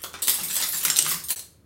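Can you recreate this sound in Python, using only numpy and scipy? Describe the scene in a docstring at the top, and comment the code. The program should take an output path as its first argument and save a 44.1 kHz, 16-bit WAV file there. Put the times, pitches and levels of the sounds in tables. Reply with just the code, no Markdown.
"""A woven chain of craft sticks springs apart on a stone countertop, over a low room rumble.
First a few sticks snap loose: the counter thuds, flying sticks ring and flat landings knock.
From 0.2 s sticks rain down near and far and bounce; the small, echoing room blurs them into a clatter.
Around 0.9 s wooden blocks topple and land close by with sharp clacks.
Near 1.35 s the level dips briefly, then the last sticks land and ring out."""
import sys
import numpy as np
from scipy import signal
from scipy.fft import rfft, irfft, next_fast_len
from scipy.io import wavfile

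SR = 44100
rng = np.random.default_rng(int(sys.argv[2]) if len(sys.argv) > 2 else 0)


def generate_wav(signal):
    """Clip the signal to [-1, 1] and save it as 16-bit WAV at the path in sys.argv[1]."""
    frames = np.transpose(np.atleast_2d(signal))
    scaled = np.clip(frames, -1, 1) * 32767
    pcm = np.round(scaled).astype(np.int16)
    wavfile.write(sys.argv[1], SR, pcm)


N = 72765


def amp(db):
    """Turn decibels into a number to multiply by."""
    return 10 ** (np.asarray(db) / 20)


def along(points, hz):
    """Read a curve of (Hz, value) points at any frequency, on a log scale."""
    point_hz, values = np.transpose(points)
    return np.interp(np.log(hz + 1), np.log(point_hz + 1), values)


def fade(t, t60):
    """Die away by 60 dB in t60 seconds: the fade time."""
    return np.exp(-np.log(1000) * t / t60)


def unit_energy(x):
    """Scale x to an energy of one."""
    return x / np.linalg.norm(x)


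def add(track, start, x):
    """Mix x into the track at a start time in seconds."""
    i = max(0, round(start * SR))
    track[i:i + len(x)] += x[:N - i]


def coloured(x, *colours):
    """Filter x by tone colours: curves of (Hz, dB) points."""
    n = len(x)
    hz = np.fft.rfftfreq(n, 1 / SR)
    gain = amp(sum(along(c, hz) for c in colours))
    cepstrum = irfft(np.log(gain), n)
    cepstrum[1:n // 2] *= 2  # folded so that the filter rings after a hit, not before
    cepstrum[n // 2 + 1:] = 0
    return irfft(rfft(x) * np.exp(rfft(cepstrum)), n)


def noise(colour, size):
    """Noise with the given tone colour and an average (rms) level of one."""
    gain = amp(along(colour, np.fft.rfftfreq(size, 1 / SR)))
    x = irfft(rfft(rng.standard_normal(size)) * gain, size)
    return x / x.std()


def wood_hit(notes, pitch, crack_s, ring_db, size=4096):
    """Struck wood gives a brief crack of noise and rings on its own fast-fading notes."""
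    t = np.arange(size) / SR
    hz, db, t60 = np.transpose(notes)[:, :, None]
    gains = amp(db + rng.normal(0, 1, db.shape))
    ring = (gains * fade(t, t60) * np.sin(2 * np.pi * hz * pitch * t)).sum(0)
    crack = rng.standard_normal(size) * fade(t, crack_s)
    return unit_energy(crack) + amp(ring_db) * unit_energy(ring)


# The room's echo. Each row: frequency in Hz, fade time in seconds.
ROOM_FADES = [(150, 0.55), (1000, 0.45), (2500, 0.36), (5000, 0.42), (8000, 0.35), (12000, 0.35),
              (16000, 0.25)]
WALL_DELAY_S, ROOM_RISE_S, EARLY_DB, EARLY_S = 0.00033, 0.0014, 4.5, 0.017

def in_room(x, direct_db, size=256):
    """A hit plus its own echo. More direct sound over the echo makes it seem closer."""
    hz, frame_s, spectrum = signal.stft(rng.standard_normal(SR // 2), SR, nperseg=size)
    spectrum = spectrum * fade(frame_s, along(ROOM_FADES, hz)[:, None])
    tail = signal.istft(spectrum, SR, nperseg=size)[1]
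    t = np.arange(len(tail)) / SR
    rise = 1 - np.exp(-np.maximum(t - WALL_DELAY_S, 0) / ROOM_RISE_S)
    tail *= rise * amp(EARLY_DB * np.exp(-t / EARLY_S))
    heard = unit_energy(signal.fftconvolve(x, tail))
    heard[:len(x)] += amp(direct_db) * unit_energy(x)
    return heard * np.sqrt(SR * 0.028)  # the echo starts near a level of one


# The rumble's tone colour. Each row: frequency in Hz, boost or cut in dB.
RUMBLE_COLOUR = [(20, -26.5), (40, -25), (70, -1.5), (120, -7.5), (200, -12.5), (330, -14.5), (520, -18.5),
                 (750, -33), (1200, -30), (2500, -38), (6000, -44), (15000, -41.5)]

def room_rumble(level_db=-57):
    """The room hums with quiet, low noise from start to end."""
    return amp(level_db) * noise(RUMBLE_COLOUR, next_fast_len(N))[:N]


# Stick hits. Each row: start in seconds, level in dB, hollow body in dB, bright edge in dB,
# direct sound over echo in dB.
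STICK_HITS = [(0, -49, 8, 4, -12), (.0187, -44.5, 5, 7.5, -2.5), (.032, -48.5, -5, 18, 9.5),
              (0.0384, -37.5, 4.5, -7, -1), (.044, -38.5, 15.5, 6.5, -0.5), (0.1337, -47, 0, 3, -5),
              (.14, -37.5, 10, -20, -6), (.188, -47, 8, -6, -7), (0.221, -25.5, -3.5, 4.5, -11),
              (0.2242, -27.5, -10, 2, -15), (0.2732, -27, -2, 5, -2), (.2818, -22.5, 3, 1.5, -1),
              (0.2861, -21.5, 1.5, 10, -6.5), (0.2957, -21.5, -20, 5, -2), (0.342, -26, -7, 7, -4),
              (0.385, -43, 17, 3, -15), (.394, -34, 1.5, -8, -21), (0.41, -38, -2.5, 3.5, -12),
              (.434, -27.5, 0.5, 5.5, -9), (.447, -33, -28, 10.5, -11.5), (0.499, -30, 2, -3.5, -12),
              (0.51, -32.5, -1, 3, -4), (.526, -29.5, -2, 6.5, -17), (0.538, -28.5, -5.5, 8.5, -14.5),
              (0.5559, -27, -5.5, 4.5, -4.5), (0.5658, -25.5, -7, -4, -3.5), (.576, -36.5, 5.5, -12, -17.5),
              (0.6146, -30, 9, 5.5, -2), (.624, -26, -4.5, -29, -6), (.635, -27.5, 11.5, 12.5, -11),
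              (.661, -32, -7, 4.5, -17.5), (.685, -25.5, -4.5, 18, -18.5), (0.72, -28.5, -10, 4.5, -15),
              (.729, -28, 6, 12, -19.5), (0.742, -28, 0, 2.5, -23), (0.768, -26.5, -7, 11.5, -15.5),
              (0.779, -35, -0.5, 12, -13), (0.807, -32, 3, 0, -22), (0.8313, -25, 1.5, 10, -12.5),
              (0.8501, -25, 1, 5.5, -5.5), (0.851, -24.5, -1.5, 0.5, 0.5), (.871, -38, -4.5, 17.5, -8.5),
              (0.8823, -33.5, 8, -5, 2), (0.961, -30.5, -3, -5.5, -2.5), (0.9673, -23, -9, 0, -3.5),
              (.98, -28, -7.5, -1, -20.5), (1.049, -33.5, 4.5, 3.5, -2), (1.0551, -34, 3.5, -10, -3),
              (1.064, -29, 12.5, -1, -5), (1.078, -28, -8, 11.5, -12.5), (1.0908, -26, -4.5, 7, -8),
              (1.106, -29, -17, -11.5, -15.5), (1.115, -25.5, 7, 9.5, -5), (1.144, -40, 5, 0.5, 5),
              (1.201, -57, 1, -0.5, -10.5), (1.239, -35, -14, 8, -7.5), (1.2858, -33.5, -13, 7, -3),
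              (1.292, -31, -3, 6.5, -5.5), (1.3, -31, 6.5, 7, -9), (1.305, -23, -4, 8, -4),
              (1.394, -42, -5.5, -0.5, 1)]
# A stick's tone colour. Each row: frequency in Hz, boost or cut in dB.
STICK_COLOUR = [(60, -24.5), (170, -12), (350, -10.5), (520, -12), (800, -11), (1200, -7.5), (2300, -4),
                (3600, 0), (6000, -1), (8500, -1), (12500, -0.5), (16000, -3.5)]
# A stick's own notes. Each row: frequency in Hz, level in dB, fade time in seconds.
STICK_NOTES = [(1254, -6, 0.014), (2086, -7.5, .012), (3680, -8, 0.015), (5570, -5, .007),
               (6750, -2.5, 0.0046), (8635, 1, 0.012), (10660, -12.5, 0.0019), (12230, -6, 0.0036),
               (14500, -2, .004)]
STICK_PITCH_SPREAD = 0.1

def sticks():
    """Flat landings sound hollow, edge hits bright; every stick has a slightly different pitch."""
    out = np.zeros(N)
    for start, db, body_db, edge_db, direct_db in STICK_HITS:
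        pitch = np.exp(STICK_PITCH_SPREAD * rng.normal())
        hit = wood_hit(STICK_NOTES, pitch, crack_s=0.011, ring_db=-4.5)
        landing_colour = [(150, 0.0011), (1200, body_db), (1900, body_db),
                          (4200, 0.0046), (6500, 0.0058), (12000, edge_db)]
        hit = coloured(hit, STICK_COLOUR, landing_colour)
        add(out, start, amp(db) * in_room(hit, direct_db))
    return out


# Thuds of the counter. Each row: start in seconds, level in dB.
THUDS = [(0.038, -53), (0.142, -64), (.224, -66.5), (0.281, -69), (.405, -44), (0.512, -63), (.62, -54.5),
         (.73, -51), (.85, -41.5), (.992, -40), (1.065, -46.5), (1.116, -46)]
# The counter's tone colour. Each row: frequency in Hz, boost or cut in dB.
COUNTER_COLOUR = [(40, -29.5), (100, -20), (165, 11), (210, -0.5), (270, -10.5), (360, 1), (470, -22.5),
                  (560, -6.5), (1500, -49.5)]

def counter_thuds(fade_s=0.56, rise_s=0.0068):
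    """Heavier landings make the counter and its cabinet thud."""
    out, t = np.zeros(N), np.arange(SR // 2) / SR
    shape = fade(t, fade_s) * (1 - np.exp(-t / rise_s))
    for start, db in THUDS:
        add(out, start, amp(db) * noise(COUNTER_COLOUR, len(t)) * shape)
    return out


# Thin notes of sticks in the air. Each row: start in seconds, pitch in Hz, level in dB.
FLYING_NOTES = [(.039, 3380, -41.5), (0.043, 13450, -42), (.14, 3570, -44.5), (.14, 7060, -63),
                (.14, 9050, -51), (.222, 3570, -39), (0.225, 8730, -31), (.51, 7400, -47),
                (1.238, 8660, -37.5), (1.361, 8060, -36.5), (1.36, 5920, -41.5), (1.392, 4170, -46)]

def flying_sticks(fade_s=0.26, blur=0.012):
    """A stick thrown clear keeps ringing on a slightly blurred note."""
    out, t = np.zeros(N), np.arange(SR // 2) / SR
    for start, hz, db in FLYING_NOTES:
        wander = np.cumsum(rng.standard_normal(len(t))) * np.sqrt(2 * np.pi * blur * hz / SR)
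        note = np.sqrt(2) * np.sin(2 * np.pi * hz * t + wander)
        add(out, start, amp(db) * fade(t, fade_s) * note)
    return out


# Hollow knocks. Each row: start in seconds, level in dB, pitch in Hz, direct sound over echo in dB.
KNOCKS = [(.039, -49, 480, 2), (.14, -49, 400, -5.5), (.141, -58, 790, 1), (0.223, -50, 420, -4.5),
          (.387, -49.5, 850, 1), (.436, -50, 2290, 1.5), (0.501, -49, 1580, -3), (.62, -47, 766, -10),
          (0.73, -47.5, 1310, -6), (.851, -42, 1440, 5), (.8825, -47.5, 1470, -2), (0.8815, -47, 3300, 2),
          (0.961, -37.5, 4100, 4), (0.9882, -34.5, 2924, 3.5), (1.0643, -46, 1170, 2.5),
          (1.068, -51, 1040, -2), (1.115, -48.5, 1170, 3.5), (1.145, -51, 1130, 1.5)]

def flat_knocks(fade_s=0.014, rise_s=0.00044):
    """A piece that lands flat bends and gives one short, hollow note."""
    out, t = np.zeros(N), np.arange(2048) / SR
    shape = fade(t, fade_s) * (1 - np.exp(-t / rise_s))
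    for start, db, hz, direct_db in KNOCKS:
        knock = np.sin(2 * np.pi * hz * t) * shape
        add(out, start, amp(db) * in_room(knock, direct_db))
    return out


# When the light bounces happen: start and end in seconds.
RATTLE_SPAN = [.29, 1.2]

def rattle(count=30, level_db=-41, spread_db=5.5):
    """Fallen sticks bounce and tick against each other while the chain runs."""
    out = np.zeros(N)
    for k in range(count):
        start = np.interp(k + rng.random(), [0, count], RATTLE_SPAN)
        pitch = np.exp(STICK_PITCH_SPREAD * rng.normal())
        tick = coloured(wood_hit(STICK_NOTES, pitch, crack_s=0.012, ring_db=-7.5), STICK_COLOUR)
        db = level_db + spread_db * rng.normal()
        add(out, start, amp(db) * in_room(tick, direct_db=-6))
    return out


# Block hits. Each row: start in seconds, level in dB, pitch multiplier, direct sound over echo in dB.
BLOCK_HITS = [(0.9011, -24, 1, 1), (0.905, -32, 1.2, -1), (0.9878, -28, 1.1, 4.5), (0.9898, -25, 1.03, 6),
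              (0.993, -39, 1.3, 11), (1.002, -47.5, .8, -1), (1.013, -28.5, 1.1, -10), (1.025, -34, 1.5, 5)]
# A block's own notes. Each row: frequency in Hz, level in dB, fade time in seconds.
BLOCK_NOTES = [(3025, -6, 0.0082), (4220, -6.5, 0.011), (5520, 3.5, 0.0086), (6900, -4, .01),
               (7570, 3, .011), (8780, -6, 0.01), (13600, -8.5, .007)]
# A block's tone colour. Each row: frequency in Hz, boost or cut in dB.
BLOCK_COLOUR = [(60, -29.5), (350, -19), (800, -16.5), (1500, -6), (3000, -5.5), (6000, -1.5), (9200, 5),
                (10200, -11), (14000, -3.5), (16000, -10.5)]

def blocks(pitch_spread=0.012):
    """Hardwood blocks clack on the stone close by."""
    out = np.zeros(N)
    for start, db, pitch, direct_db in BLOCK_HITS:
        pitch *= np.exp(pitch_spread * rng.normal())
        clack = coloured(wood_hit(BLOCK_NOTES, pitch, crack_s=0.0066, ring_db=-1), BLOCK_COLOUR)
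        add(out, start, amp(db) * in_room(clack, direct_db))
    return out


def scene():
    """All the wood and the counter over the room's rumble, in one channel."""
    wood = sticks() + rattle() + flat_knocks() + blocks() + flying_sticks()
    return (wood + counter_thuds() + room_rumble())[None]


# A brief dip in level. Each row: time in seconds, level change in dB.
LEVEL_DIP = [(1.328, 0), (1.345, -8), (1.35, -11), (1.353, -28), (1.3585, -28), (1.3605, -2), (1.39, 0)]

def record(dry, top_hz=15800):
    """The level dips once; peaks stop at full scale and the highest treble is cut."""
    dip_db = np.interp(np.arange(N) / SR, *np.transpose(LEVEL_DIP))
    clipped = np.clip(dry * amp(dip_db), -1, 1)
    size = next_fast_len(N + SR // 2)
    below_top = np.fft.rfftfreq(size, 1 / SR) < top_hz
    return irfft(rfft(clipped, size) * below_top, size)[:, :N]


dry = scene()
out = record(dry)
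generate_wav(out)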